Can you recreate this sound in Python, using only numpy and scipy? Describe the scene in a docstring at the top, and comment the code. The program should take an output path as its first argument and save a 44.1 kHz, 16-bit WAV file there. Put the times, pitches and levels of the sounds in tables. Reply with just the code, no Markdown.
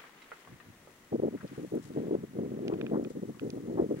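"""An open vehicle creeps along a dirt track, tyres crunching softly over a faint hiss and the camera's
thin whine. In the first second it gives a few light knocks and a breath of air stirs. Then wind buffets
the microphone in short, dull puffs that brighten as they grow stronger, some tearing into a rasp,
with gritty scuffs and a dry rustle underneath. From about 2.7 s fingers make the camera body click,
and the vehicle knocks once more while the gusts carry on."""
import sys
import numpy as np
from scipy import signal
from scipy.fft import rfft, irfft
from scipy.io import wavfile
from scipy.ndimage import uniform_filter1d

SR = 44100
rng = np.random.default_rng(int(sys.argv[2]) if len(sys.argv) > 2 else 0)


def transcribe(signal):
    """Save signal, clipped to [-1, 1], as a 16-bit WAV file at the path in sys.argv[1]."""
    frames = np.atleast_2d(signal).T
    limited = np.clip(frames, -1, 1)
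    pcm = np.round(limited * 32767).astype(np.int16)
    wavfile.write(sys.argv[1], SR, pcm)


N = 176400
TIME, FREQS = np.arange(N) / SR, np.maximum(np.arange(N // 2 + 1) * SR / N, 1)
GRAIN_HZ, TYRE_PAN_DB = 190, 3


def wind():
    """Moving air hits the microphone port; the left side lags and is a little brighter."""
    phase = [(25, -1.5), (86, -0.5), (215, -0.75), (390, -1.33), (650, -1.64), (1100, -1.67)]  # left's lead over right: (frequency [Hz], phase [rad])
    balance = [(100, 0.083), (300, 1.4), (520, 2.5), (1100, 6.4)]  # left over right: (frequency [Hz], level [dB])
    port = buffeting() + breeze() + rasps()
    half = from_db(over_hz(balance) / 2) * np.exp(.5j * over_hz(phase))
    return irfft(rfft(port) * np.array([half, 1 / half]), N)


def buffeting():
    """Gusts drive eddies into the port; the mids swell faster with pressure than the bass."""
    gust_curve = [ (1.1, -92), (1.116, -45), (1.126, -34), (1.15, -28.5), (1.165, -33), (1.174, -55),
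                  (1.184, -40.5), (1.2, -32), (1.212, -58), (1.225, -29.5), (1.286, -32.5), (1.298, -50),
                  (1.324, -45.5), (1.342, -31), (1.37, -44.5), (1.38, -64), (1.42, -56.5), (1.439, -40.5),
                  (1.456, -38), (1.488, -72), (1.528, -38), (1.552, -60.5), (1.586, -36), (1.6, -41.5),
                  (1.648, -39), (1.702, -68), (1.726, -33.5), (1.768, -31.5), (1.804, -46), (1.844, -65),
                  (1.858, -46.5), (1.892, -55), (1.909, -38), (1.928, -50.5), (1.979, -29), (1.99, -34.5),
                  (2.044, -39), (2.086, -36.5), (2.116, -31.5), (2.152, -30), (2.168, -39.5), (2.22, -49.5),
                  (2.24, -35.5), (2.264, -60.5), (2.34, -48.5), (2.358, -38), (2.376, -38.5), (2.394, -30),
                  (2.416, -37), (2.438, -34), (2.498, -43.5), (2.516, -37.5), (2.584, -39.5), (2.666, -36),
                  (2.686, -32), (2.708, -35.5), (2.736, -31.5), (2.768, -39.5), (2.798, -38.5),
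                  (2.816, -35), (2.83, -34), (2.892, -42.5), (2.916, -32.5), (2.94, -28.5), (3.058, -39),
                  (3.074, -34), (3.096, -66), (3.108, -35), (3.12, -37.5), (3.132, -67), (3.16, -35),
                  (3.196, -41), (3.21, -60), (3.227, -33), (3.274, -50), (3.296, -34), (3.334, -58),
                  (3.386, -49), (3.4, -86), (3.41, -45.5), (3.43, -34.5), (3.494, -39), (3.51, -51),
                  (3.543, -35.5), (3.624, -44.5), (3.708, -35), (3.726, -38), (3.77, -36.5), (3.801, -26.5),
                  (3.888, -42), (3.912, -29.5), (3.966, -42), (4.0, -43.5), ]  # wind pressure: (time [s], level [dB])
    # turbulence bands: (frequency [Hz], level [dB], growth [dB per dB of pressure])
    bands = [(25, -35.5, 0), (58.3, -22.5, 0.83), (128.2, -7, 0.39), (211, -1, 0.78), (317, 0, 1.22),
             (431, -3, 1.46), (656, -19.5, 1.54), (926, -34, 1.37), (1600, -43, 0.2), (3000, -73, 1)]
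    reference_db, level_db = -38, -36.5
    gusts = from_db(in_time(gust_curve)) * (TIME > gust_curve[0][0])
    pressure = np.maximum(uniform_filter1d(gusts, size=100), 1e-9) / from_db(reference_db)
    flow, out = rfft(eddies(bands)), 0
    for centre, _, growth in bands:
        band = over_hz([(row[0], row[0] == centre) for row in bands])
        out = out + from_db(level_db) * irfft(flow * band, N) * pressure ** growth
    return out


def breeze():
    """A first light stir of air ahead of the gusts."""
    envelope = [(0.44, -84), (0.484, -63), (0.53, -50.5), (0.572, -65), (0.594, -81), (0.7, -54),
                (0.76, -82)]  # wind pressure: (time [s], relative level [dB])
    colour = [(25, -37), (70, -8), (120, 0.5), (220, -8), (400, -14), (900, -56)]  # soft, bassy air: (frequency [Hz], level [dB])
    gate = (TIME > envelope[0][0]) * (TIME < envelope[-1][0])
    return from_db(in_time(envelope) + 3) * gate * eddies(colour)


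def rasps():
    """A few hard gusts tear into a short rasp."""
    tears = [(1.221, 0.0056, -44.5), (1.771, 0.0067, -49), (2.153, 0.0093, -50.5), (2.726, 0.046, -47.5),
             (2.954, 0.039, -43.5), (3.79, 0.031, -41.5)]  # bursts of torn air: (middle [s], length [s], level [dB])
    colour = [(300, -40), (600, -3), (800, 0.5), (1200, -6.5), (1800, -20.5), (3000, -50), (6000, -60)]  # midrange bite: (frequency [Hz], level [dB])
    envelope = sum(from_db(db) * swell(s, length) for s, length, db in tears)
    return envelope * eddies(colour, lump_db=8)


def eddies(colour, lump_db=6.5):
    """Lumpy turbulence whose strongest eddies level off, held near rms 1 from puff to puff."""
    eddy_hz, ceiling, steady_s = 126, 1.3, 0.019
    lumps = from_db(lump_db * np.minimum(drift(eddy_hz), ceiling))
    flow = irfft(rfft(rng.standard_normal(N) * lumps) * from_db(over_hz(colour)), N)
    window = np.hanning(int(2 * steady_s * SR))
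    power = signal.fftconvolve(flow ** 2, window / window.sum(), "same")
    return flow / np.sqrt(power)


def knocks():
    """The vehicle gives dull knocks at differing pitches, each with a short rattling tail."""
    # knocks: (time [s], relative level [dB], pan left [dB], pitch [ratio], brightness [Hz])
    hits = [(0.0401, -37, 2, 0.91, 2400), (.219, -42, -4, 1.6, 3470), (.225, -46, -4, 3, 3800),
            (0.3169, -28, -1, 1.04, 1900), (0.473, -35, 1, 0.86, 1190), (0.601, -36.5, 4, 1.42, 2090),
            (.872, -28, -3, 0.92, 640), (3.345, -42.5, 8, 0.85, 1400)]
    body = [(447, -6, 0.015), (823, -3, 0.012), (1296, 0.5, 0.021), (1800, -3.5, 0.019),
            (2010, -2.5, 0.016), (2460, -3, .014), (2870, -6, 0.017)]  # resonances at pitch 1: (frequency [Hz], level [dB], t60 [s])
    trim_db, low_hz = -9.5, 255
    out = np.zeros((2, N))
    for s, db, pan_db, pitch, bright_hz in hits:
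        tone = signal.butter(2, [low_hz, bright_hz], "band", fs=SR, output="sos")
        modes = [(hz * pitch, mode_db, t60) for hz, mode_db, t60 in body]
        ring = strike(modes, rattle_db=-23, rattle_t60=0.11)
        add(out, s, from_db(db + trim_db) * pan(pan_db) * signal.sosfilt(tone, ring))
    return out


def handling():
    """Fingers make dry clicks in the camera body, nearer the right port."""
    clicks = [(2.681, -29, 1500, 6600), (2.7374, -38, 1800, 3300), (2.813, -26, 1300, 2800),
              (2.8657, -30.5, 700, 2600), (2.899, -38, 700, 2600), (3.048, -30, 1400, 2600),
              (3.3955, -34, 400, 3200), (3.503, -31, 4170, 7800)]  # contacts: (time [s], relative level [dB], low cut [Hz], brightness [Hz])
    shell = [(1350, -1.5, 0.0053), (2010, -5, 0.0028), (2490, -1, 0.0097), (3560, -1, 0.0046),
             (4460, 2, 0.0023), (6240, -2, 0.0029), (9100, -8, .003)]  # camera resonances: (frequency [Hz], level [dB], t60 [s])
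    trim_db, pan_db, left_lag_s = -3.5, -8, 0.00015
    out = np.zeros((2, N))
    for s, db, low_hz, bright_hz in clicks:
        soft = signal.butter(3, bright_hz, fs=SR, output="sos")
        thin = signal.butter(2, low_hz, "high", fs=SR, output="sos")
        ring = strike(shell, rattle_db=-20.5, rattle_t60=0.011)
        add(out, s, from_db(db + trim_db) * signal.sosfilt(np.vstack([soft, thin]), ring))
    out[0] = np.interp(TIME - left_lag_s, TIME, out[0])
    return out * pan(pan_db)


def strike(modes, rattle_db, rattle_t60):
    """One contact and its dying rattle ring a body's modes; stereo, a quarter second."""
    t = TIME[:SR // 4]
    push = from_db(rattle_db) * rng.standard_normal((2, len(t))) * decay(t, rattle_t60)
    push[:, 0] += 1  # the contact itself
    out = 0
    for k, (hz, db, t60) in enumerate(modes):
        radius, angle = decay(1 / SR, t60), 2 * np.pi * hz / SR
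        ring = signal.lfilter([1, 0, -1], [1, -2 * radius * np.cos(angle), radius ** 2], push) / 2
        out = out + (-1) ** k * from_db(db + rng.standard_normal()) * ring
    return out


def tyres():
    """Tyres roll with a steady hiss and a low rumble, crunching the grit beneath them."""
    rolling_colour = [(25, -23), (60, -34), (130, -6.5), (230, -2), (450, -4), (800, -11), (1300, -10),
                      (1600, -13), (1950, -7), (2300, -16), (3200, -17), (4800, -21.5), (6300, -18.5),
                      (9000, -22.5), (15500, -24.5)]  # rolling noise and hiss: (frequency [Hz], level [dB])
    rumble_curve = [(.35, -92), (.75, -65), (1.1, -73), (4, -72)]  # rumble swelling in: (time [s], level [dB])
    rumble_colour = [(25, -17), (100, 8), (230, 1.5), (400, -14), (1000, -44)]  # its low weight: (frequency [Hz], level [dB])
    crunch_curve = [(0, -51.5), (.1, -61), (.35, -59.5), (.55, -63.5), (1.3, -69), (1.55, -59.5),
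                    (1.68, -68), (2.0, -62), (2.3, -71), (2.8, -64), (3.15, -86), (3.92, -71), (4.0, -70)]  # grit under the tread: (time [s], level [dB])
    crunch_colour = [(200, -22), (500, -7.5), (1100, -1), (2000, -1), (3000, -6.5), (5000, -17),
                     (12000, -28)]  # its sandy mids: (frequency [Hz], level [dB])
    rolling = from_db(-60.5) * stereo_noise(rolling_colour)
    rumble = from_db(in_time(rumble_curve)) * stereo_noise(rumble_colour)
    crunch = from_db(in_time(crunch_curve)) * stereo_noise(crunch_colour, grain_db=2.5)
    return rumble + (rolling + crunch) * pan(TYRE_PAN_DB)


def scuffs():
    """Short gritty scrapes, each a burst of grains around one pitch."""
    scrapes = [(1.382, .016, -56, 1600), (1.412, 0.028, -52, 1350), (1.477, .014, -62, 3770),
               (1.5, .012, -55, 1600), (1.558, 0.027, -56.5, 1410), (3.042, .004, -56, 6700),
               (3.981, 0.033, -57, 1750)]  # scrapes: (middle [s], length [s], level [dB], pitch [Hz])
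    grain_db, edge_ratio = 4, 1.35
    grit = rng.standard_normal((2, N)) * from_db(grain_db * drift(GRAIN_HZ))
    out = 0
    for s, length, db, hz in scrapes:
        tone = signal.butter(3, [hz / edge_ratio, hz * edge_ratio], "band", fs=SR, output="sos")
        band = signal.sosfilt(tone, grit)
        out = out + from_db(db) * swell(s, length) * band / rms(band)
    return out * pan(TYRE_PAN_DB)


def rustle():
    """A dry, grainy rustle comes and goes on the left."""
    envelope = [(0, -93), (.4, -70), (.6, -88), (.85, -73), (1.35, -79), (1.51, -67.5), (1.68, -69.5),
                (1.8, -70), (1.85, -63), (1.92, -72), (2.45, -83), (3.08, -76), (3.105, -63.5), (3.14, -75),
                (3.46, -70), (3.7, -74.5), (4, -71.5)]  # flurries: (time [s], level [dB])
    colour = [(2000, 9.5), (4500, 10), (7000, 11.5), (11000, 6.5), (15500, -21)]  # papery treble: (frequency [Hz], level [dB])
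    return from_db(in_time(envelope)) * stereo_noise(colour, grain_db=3) * pan(11)


def ticks():
    """Tiny high snaps in the rustle that die at once."""
    snaps = [(1.725, -58), (1.753, -51)]  # noise bursts: (time [s], level before the low cut [dB])
    out, t = np.zeros((2, N)), TIME[:SR // 10]
    for s, db in snaps:
        add(out, s, from_db(db) * rng.standard_normal((2, len(t))) * decay(t, t60=0.034))
    return signal.sosfilt(signal.butter(3, 7000, "high", fs=SR, output="sos"), out)


def whine(hz=15734, db=-84):
    """The camera's thin, steady tone."""
    return from_db(db) * np.sqrt(2) * np.sin(2 * np.pi * hz * TIME)


def stereo_noise(colour, grain_db=0):
    """Coloured, optionally grainy noise, centred in the bass and wide on top; rms 1."""
    likeness = [(60, 1), (290, 0.94), (640, 0.71), (1400, 0.25), (3100, 0.04), (6800, -0.093),
                (15000, 0.045)]  # stereo image: (frequency [Hz], left-right correlation [-1 to 1])
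    mid, side = rfft(rng.standard_normal((2, N)) * from_db(grain_db * drift(GRAIN_HZ)))
    alike = over_hz(likeness)
    spectrum = np.sqrt(1 + alike) * mid + np.sqrt(1 - alike) * side * [[1], [-1]]
    noise = irfft(from_db(over_hz(colour)) * spectrum, N)
    return noise / rms(noise)


def drift(hz):
    """A smooth random wobble, rolled off above hz; rms 1."""
    slow = irfft(rfft(rng.standard_normal(N)) / (1 + (FREQS / hz) ** 2), N)
    return slow / rms(slow)


def swell(s, length):
    """A smooth bump around a moment."""
    return np.exp(-(2 * (TIME - s) / length) ** 2)


def decay(t, t60):
    """A tail that falls 60 dB in t60 seconds."""
    return np.exp(-np.log(1000) * t / t60)


def from_db(db):
    """Decibels to gain."""
    return 10 ** (np.asarray(db) / 20)


def rms(x):
    """Root mean square."""
    return np.sqrt(np.mean(x ** 2) + 1e-20)


def in_time(rows):
    """A level curve at every sample, held at its ends."""
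    s, db = np.transpose(rows)
    return np.interp(TIME, s, db)


def over_hz(points):
    """A table joined by straight lines over log frequency."""
    hz, value = np.transpose(points)[:2]
    return np.interp(np.log(FREQS), np.log(hz), value)


def pan(db):
    """Stereo gains for a level difference; positive is left."""
    return from_db(np.array([[db], [-db]]) / 2)


def add(track, s, sound):
    """Mix a sound in at a time."""
    i = int(s * SR)
    track[:, i:i + sound.shape[1]] += sound[:, :N - i]


def scene():
    """Wind up front, over the vehicle and the camera's small noises."""
    return wind() + tyres() + rustle() + scuffs() + knocks() + handling() + ticks() + whine()


def record(dry):
    """The top is cut steeply."""
    cutoff_hz = 15950
    return irfft(rfft(dry) / np.sqrt(1 + (FREQS / cutoff_hz) ** 240), N)


dry = scene()
out = record(dry)
transcribe(out)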